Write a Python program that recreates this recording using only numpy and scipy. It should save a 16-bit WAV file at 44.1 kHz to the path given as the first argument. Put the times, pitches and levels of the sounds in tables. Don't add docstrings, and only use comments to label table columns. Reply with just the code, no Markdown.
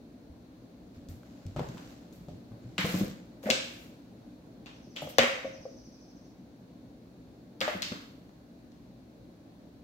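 import sys
import numpy as np
from scipy import signal
from scipy.fft import rfft, irfft, next_fast_len
from scipy.io import wavfile
from scipy.ndimage import uniform_filter1d

SR = 44100
rng = np.random.default_rng(int(sys.argv[2]) if len(sys.argv) > 2 else 0)


def undo_db(level):
    steps = np.asarray(level, float) / 20
    return 10 ** steps


def persist_wave(psi):
    counts = np.round(np.clip(psi, -1, 1) * 32767).astype(np.int16)
    wavfile.write(sys.argv[1], SR, np.atleast_2d(counts).T)


N = 433803
TOP_HZ = 15850


def unit(x):
    return x / np.sqrt(np.mean(x ** 2) + 1e-20)


def along(points, hz):
    f, value = np.transpose(points)
    return np.interp(np.log(hz + 1), np.log(f + 1), value)


def filtered(x, response):
    size = next_fast_len(x.shape[-1] + 8192)
    spectrum = rfft(x, size) * response(np.fft.rfftfreq(size, 1 / SR))
    return irfft(spectrum, size)[..., :x.shape[-1]]


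def resonance(centre_hz, width_hz):
    return lambda f: 1j * f * width_hz / (centre_hz ** 2 - f * f + 1j * f * width_hz)


def causal(points):
    def response(hz):
        cepstrum = irfft(np.log(undo_db(along(points, hz))))
        cepstrum[1:len(hz) - 1] *= 2
        cepstrum[len(hz):] = 0
        return np.exp(rfft(cepstrum))
    return response


def paired(two, alike):
    turn = lambda hz: np.arccos(np.clip(along(alike, hz), -1, 1)) / 2
    mid, side = filtered(two, lambda hz: np.array([np.cos(turn(hz)), np.sin(turn(hz))]))
    return np.array([mid + side, mid - side])


def rush(spectrum, alike, patchy_db, grain_db):
    z = signal.stft(rng.standard_normal((2, N + 512)), nperseg=512)[2]
    patches = uniform_filter1d(rng.standard_normal(z.shape[1:]), size=6, axis=0)
    patches = uniform_filter1d(patches, size=10, axis=1)
    pair = signal.istft(z * undo_db(patchy_db * unit(patches)), nperseg=512)[1][:, :N]
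    grain = undo_db(grain_db * unit(uniform_filter1d(rng.standard_normal(N), size=90)))
    coloured = filtered(pair * grain, lambda hz: undo_db(along(spectrum, hz)))
    return unit(paired(coloured, alike))


# (f/Hz, t60/s)
ROOM_DECAY = [(100, 0.32), (500, 0.55), (2000, 0.65), (5000, 0.59), (9000, 0.55), (15000, 0.31)]
# (f/Hz, left-right likeness)
ROOM_ALIKE = [(60, .9), (130, 0.88), (290, 0.91), (640, -0.052), (1100, -.3), (2000, -0.1), (4000, -0.018),
              (8000, .1)]


def diffuse():
    noise = filtered(paired(rng.standard_normal((2, 2 * SR)), ROOM_ALIKE), lambda hz: hz < TOP_HZ)

    def share(hz):
        centres = [centre for centre, _ in ROOM_DECAY]
        return np.array([along([(f, f == centre) for f in centres], hz) for centre in centres])[:, None]

    t = np.arange(SR * 9 // 16) / SR
    fall = np.array([undo_db(-60 * t / t60) for _, t60 in ROOM_DECAY])
    return filtered(noise, share), fall * np.minimum(t / 0.0046, 1) ** 2


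# (t/s, lead of the left port/ms)
LEFT_LEAD = [
    (0, .02),
    (3.2, .02),
    (3.4, .33),
    (9.84, .34),
]


def heard(track, room, s, sound, wet_db, pan_db, spread=None, lead_share=0.98):
    bands, fall = room
    start = rng.integers(bands.shape[-1] - fall.shape[1])
    tail = np.einsum("bct,bt->ct", bands[..., start:start + fall.shape[1]], fall)
    tail = tail / np.linalg.norm(tail[0])
    spread = sound if spread is None else spread
    both = undo_db(wet_db) * signal.fftconvolve(spread[None], tail, axes=1)
    lead = round(lead_share * np.interp(s, *np.transpose(LEFT_LEAD)) * SR / 1000)
    both[0, :len(sound)] += sound * undo_db(pan_db / 2)
    both[1, lead:lead + len(sound)] += sound * undo_db(-pan_db / 2)
    at = round(s * SR)
    both = both[:, :N - at]
    track[:, at:at + both.shape[1]] += both


# (t/s, level/dB)
AIR_FLOW = [
    (0, -53),
    (2.5, -51),
    (4.2, -52),
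    (6.5, -53),
    (9.84, -53),
]
# (f/Hz, level/dB per Hz)
HUM_COLOUR = [(12, -61.5), (20, -35), (27, -31), (48, -9.5), (65, -5.5), (86, -13), (122, -2.5), (145, -11),
              (174, -0.5), (209, -5.5), (239, -0.5), (293, -1.5), (383, -13), (592, -13.5), (1100, -29),
              (1430, -63.5), (2420, -120)]
# (f/Hz, level/dB per Hz)
VENT_HISS_COLOUR = [(530, -26), (900, -22.5), (1040, -1.5), (1550, -0.5), (1880, -4.5), (2420, -5),
                    (3070, -8), (4310, -3), (4980, -9.5), (6330, -10.5), (8450, -18.5), (14400, -15.5),
                    (16000, -16)]
# (f/Hz, left-right likeness)
AIR_ALIKE = [(25, .55), (60, 0.85), (130, 0.96), (290, 0.95), (640, 0.54), (1410, -0.13), (3100, 0.02),
             (6820, -0.02), (15000, -0.28)]


def air():
    flow_db = np.interp(np.arange(N) / SR, *np.transpose(AIR_FLOW), -140, -140)
    hum = rush(HUM_COLOUR, AIR_ALIKE, patchy_db=1, grain_db=0)
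    hiss = rush(VENT_HISS_COLOUR, AIR_ALIKE, patchy_db=.5, grain_db=0)
    return undo_db(flow_db + 0.96) * hum + undo_db(flow_db - 17 + 1.34) * hiss


# (t/s, level/dB)
BIRD_SWELL = [
    (4.67, -62.5),
    (5, -56.5),
    (5.5, -53.5),
    (5.9, -55.5),
    (6.25, -62.5),
]


def bird(room):
    track, t = np.zeros((2, N)), np.arange(SR // 20) / SR
    part = np.clip(t / .045, 0, 1)
    shape = np.sin(np.pi * part ** .6) * undo_db(-2 * part)
    for s in 4.66 + .0787 * np.arange(21):
        pitch, size = rng.standard_normal(2)
        hz = (6450 - 2500 * part ** 1.1) * (1 + .012 * pitch)
        level_db = np.interp(s, *np.transpose(BIRD_SWELL)) + .8 * size - 1.0
        note = undo_db(level_db) * shape * np.sin(2 * np.pi * np.cumsum(hz) / SR)
        heard(track, room, s, note, wet_db=4.5, pan_db=-1.5)
    return track


# (t/s, hold/s, scuff level/dB, hiss level/dB, fade/dB per s)
STROKES = [(0.946, 0.018, -59.5, -83, 120), (1.09, .01, -55, -65, 92), (1.25, .3, -59, -84, 100),
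           (1.57, 0.34, -51, -73.5, 65), (2.128, .01, -58, -70, 70), (2.285, .01, -63, -81, 110),
           (2.622, 0.146, -62, -90.5, 200), (2.8, .06, -43, -56.5, 200), (2.848, 0.15, -33.5, -51.5, 105),
           (3.43, .04, -47.5, -62, 200), (3.47, .03, -42.5, -60, 100), (3.623, 0.21, -53, -68, 70),
           (4.962, .01, -38, -71, 110), (5.018, .01, -42, -58.5, 112.5), (5.091, 0.0056, -45, -54.5, 199),
           (5.19, .03, -50, -61, 50), (7.62, .005, -31, -57.5, 120), (7.642, 0.1, -50, -62.5, 110),
           (7.843, 0.05, -57, -65, 45)]


def strokes():
    t = np.arange(0, N + 32, 32) / SR
    s, hold, scuff_db, hiss_db, fade = np.transpose(STROKES)[..., None]
    rising = 2999.5 * np.maximum(s - t, 0)
    fading = fade * np.maximum(t - s - hold, 0)
    levels = (scuff_db - rising - fading, hiss_db - rising - 1.4 * fading)
    return [np.interp(np.arange(N) / SR, t, db.max(axis=0)) for db in levels]


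# (f/Hz, level/dB per Hz)
SCUFF_COLOUR = [(180, -24), (300, -6.5), (434, -23.5), (473, -5.5), (937, -17.5), (1180, -14.5),
                (7370, -21.5), (9000, -40), (11700, -72), (19800, -120)]
# (f/Hz, level/dB per Hz)
SCUFF_HISS_COLOUR = [(5000, -40), (8500, -2.5), (9300, -10.5), (11500, -2.5), (14100, -0.5), (16000, -9)]


def scuffs():
    body_db, hiss_db = strokes()
    body = rush(SCUFF_COLOUR, ROOM_ALIKE, patchy_db=.8, grain_db=2)
    hiss = rush(SCUFF_HISS_COLOUR, [(9000, .1)], patchy_db=.8, grain_db=2.2)
    return undo_db(body_db - 7.0) * body + undo_db(hiss_db + 2.5) * hiss * undo_db([[1.5], [-1.5]])


# (t/s, peak level/dB, floor f/Hz, t60/s)
BOARD_THUMPS = [(2.783, -28.5, 196.6, 0.12), (2.843, -25.5, 184, 0.038), (2.937, -21.5, 193, .11),
                (3.007, -20.5, 198.3, 0.079), (3.012, -34.5, 114, 0.086), (3.075, -47, 170, 0.082),
                (3.456, -29, 236, .059), (3.498, -27, 248, 0.1), (3.511, -46, 90, 0.15),
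                (4.321, -55, 275, .1), (4.868, -44, 236, .1), (5.019, -39, 155, 0.12),
                (5.184, -26, 252, 0.13), (5.187, -39.5, 101.3, .11), (5.446, -39, 275, 0.027),
                (5.6, -48, 90, 0.057), (7.611, -38, 208, .14), (7.749, -33, 213, 0.05),
                (7.917, -30.5, 222, 0.041), (8.136, -57, 256, .14)]
# (t/s, peak level/dB, floor f/Hz)
RUG_THUMPS = [(.299, -46, 75.4), (0.968, -47.5, 95), (1.089, -40.5, 92), (1.455, -37, 95.6),
              (1.488, -45, 114), (1.561, -31.5, 133), (1.581, -29, 138), (1.605, -31.5, 155),
              (1.686, -39.5, 133), (1.742, -37.5, 186), (2.279, -38, 154), (2.317, -45.5, 109),
              (2.513, -39.5, 126), (2.649, -41, 125)]


def paws(room):
    track, t = np.zeros((2, N)), np.arange(SR // 6) / SR
    rug_cycles = 12.7
    rug = [(s, db, hz, rug_cycles / hz) for s, db, hz in RUG_THUMPS]
    for s, db, hz, t60 in [*BOARD_THUMPS, *rug]:
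        wave = lambda k: np.sin(2 * np.pi * k * hz * t)
        decay = undo_db(-60 * t / t60)
        swing = wave(0.95) + .3 * wave(.58)
        swing = swing + decay * (0.78 * wave(1.55) + .4 * wave(2.6))
        swing = swing * decay * (1 - np.exp(-t / .0025)) ** 2
        thump = undo_db(db) * swing / np.abs(swing).max()
        heard(track, room, s, thump, wet_db=-4.5, pan_db=1.3, lead_share=0.49)
    return track


# (multiple of the main panel's f, level/dB)
PANELS = [(1.004, -6), (1.17, -9), (1.34, -12), (2.101, -10), (2.7, -10), (3.9, -10.5)]
# (t/s, peak level/dB, t60/s, contact/ms)
BOTTOM_KNOCKS = [(1.593, -25.5, 0.028, 0.43), (3.01, -32.5, .055, 0.76), (3.436, -40, .055, 1.8),
                 (3.488, -22, 0.094, 1.8), (3.516, -29.5, .06, 2.3), (5.072, -33.5, .032, 0.96),
                 (5.1842, -10.5, 0.063, 1.06), (5.236, -22.5, 0.034, 2.2), (5.287, -32, 0.092, 1.8),
                 (5.445, -29, 0.14, 2), (5.653, -34, 0.041, 2.1), (5.68, -48.5, 0.094, 2.2),
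                 (7.611, -29.5, 0.068, 1.5)]
# (t/s, peak level/dB, contact/ms)
RIM_KNOCKS = [
    (1.562, -29.5, 0.41),
    (2.284, -43.5, 1.5),
    (2.783, -34, .53),
    (3.467, -28.5, 2.1),
    (5.02, -30, 1.126),
    (7.678, -20.5, 0.97),
]
# (t/s, peak level/dB, t60/s)
FLAP_KNOCKS = [
    (1.603, -26, 0.028),
    (2.848, -28.5, 0.11),
    (2.94, -33, .14),
    (7.92, -42.5, 0.092),
]


def box(room):
    track, t = np.zeros((2, N)), np.arange(SR // 6) / SR
    softer_db = 6.5
    # (t/s, peak level/dB, main panel f/Hz, t60/s, contact/ms, room level/dB)
    blows = [(s, db, 535.6, t60, contact, -6) for s, db, t60, contact in BOTTOM_KNOCKS]
    blows += [(s, db, 601, 0.051, contact, -5) for s, db, contact in RIM_KNOCKS]
    blows += [(s, db, 494.4, t60, 0.7, -8) for s, db, t60 in FLAP_KNOCKS]
    for s, db, hz, t60, contact, wet_db in blows:
        ring = np.zeros(len(t))
        for k, level in PANELS:
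            panel_db = level - softer_db * contact * (k - 1) - 60 * k ** 0.82 * t / t60
            ring += undo_db(panel_db) * np.sin(2 * np.pi * k * hz * t)
        ring = ring * (1 - np.exp(-t / (.001 * contact))) ** 2
        knock = undo_db(db) * ring / np.abs(ring).max()
        heard(track, room, s, knock, wet_db, pan_db=2.2, lead_share=.3)
    return track


# (t/s, peak
# level/dB, centre f/Hz, width over centre, room level/dB)
SNAPS = [(1.5631, -44.5, 3300, 0.88, 11), (1.595, -37, 3500, 0.92, -5), (2.7808, -19, 2480, 0.75, 8),
         (3.013, -49, 1400, 1.4, 5), (3.43, -44, 3060, 1.3, 9), (3.457, -37, 2040, 0.49, 13.5),
         (5.2329, -19.5, 2410, 0.31, -1), (5.278, -27.5, 2090, 0.31, 3.5), (3.5025, -19.5, 7610, .6, 2),
         (7.611, -20.5, 1740, 0.48, 9.5), (7.6139, -15.5, 3250, .25, -2), (7.6798, -25, 1900, .9, 6.5),
         (7.8347, -29, 4300, 0.27, 8)]
# (t/s, peak level/dB, centre f/Hz, width over centre, room level/dB)
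WALL_SNAPS = [
    (3.502, -6.5, 3640, 0.87, 2.5),
    (4.66, -38.5, 3120, .65, 7.5),
    (4.9626, -31, 3160, .2, 7.5),
    (5.092, -43.5, 4350, 0.78, 11),
    (5.1839, -5, 2210, 0.97, 3),
    (7.6058, -18.5, 4620, 0.12, 0),
    (7.821, -16, 4140, 0.84, 2.5),
]
# (t/s, peak level/dB, centre f/Hz, room level/dB)
TICKS = [
    (1.0868, -40, 6250, -1),
    (1.4652, -41.5, 5500, -3),
    (1.375, -56, 3000, -9),
    (1.6876, -39, 5000, 0),
    (1.78, -41, 2980, 1.5),
    (2.1266, -47, 6000, 3),
    (2.2845, -48, 4600, 7.5),
    (8.7194, -51.5, 4150, 1.5),
]
# (t/s, peak level/dB, centre f/Hz, room level/dB)
TAPS = [
    (1.233, -50.5, 1400, -5),
    (1.563, -33.5, 800, 7),
    (1.593, -30.5, 805, -1.5),
    (1.772, -42.5, 900, 5),
    (2.518, -54, 900, 4),
    (4.66, -44.5, 802, 5),
    (7.921, -34.5, 1300, 2.5),
    (8.292, -50.5, 895, -7.5),
]


def claws(room):
    track, t = np.zeros((2, N)), np.arange(SR // 25) / SR
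    impulse = 1. * (t == 0)
    contacts = [(*row, -12.5) for row in SNAPS] + [(*row, 3.5) for row in WALL_SNAPS]
    for rows, width in ((TICKS, 0.95), (TAPS, 0.69)):
        contacts += [(s, db, hz, width, wet_db, -25) for s, db, hz, wet_db in rows]
    for s, db, hz, width, wet_db, echo_db in contacts:
        body = lambda f: resonance(hz, width * hz)(f) * 1j * f / (1j * f + 0.31 * hz)
        colour = lambda f: body(f) + undo_db(-16.5) * 1j * f / (1j * f + 4000)
        force = rng.standard_normal(len(t)) * undo_db(-60 * t / .016) + 2.5 * impulse
        snap = filtered(force, colour)
        snap = undo_db(db + 2) * snap / np.abs(snap).max()
        echo = filtered(np.roll(snap, round(0.0072 * SR)), resonance(3100, 1300))
        smooth = filtered(impulse, lambda f: colour(f) / (1 + 1j * f / 5500))
        smooth = smooth * np.linalg.norm(snap) / np.linalg.norm(smooth)
        spread = .95 * smooth + .25 * snap
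        direct = undo_db(2.5) * (snap + undo_db(echo_db) * echo)
        heard(track, room, s, direct, wet_db, pan_db=5.8, spread=spread)
    return track


# (f/Hz, level/dB)
MICROPHONE = [(1000, 2), (7000, -7), (8300, -9.5), (9200, -23), (11000, -14.5), (15000, -11.5),
              (16500, -17.5), (17100, -72)]


def scene():
    room = diffuse()
    steady = air() * undo_db([[.4], [-.4]]) + scuffs()
    steady = filtered(steady, lambda hz: hz < TOP_HZ)
    struck = bird(room) + paws(room) + box(room) + claws(room)
    return steady + filtered(struck, causal(MICROPHONE))


def band_limit(x):
    return signal.sosfilt(signal.butter(12, 17050, fs=SR, output="sos"), x)


def record(dry):
    return band_limit(dry)


dry = scene()
out = record(dry)
persist_wave(out)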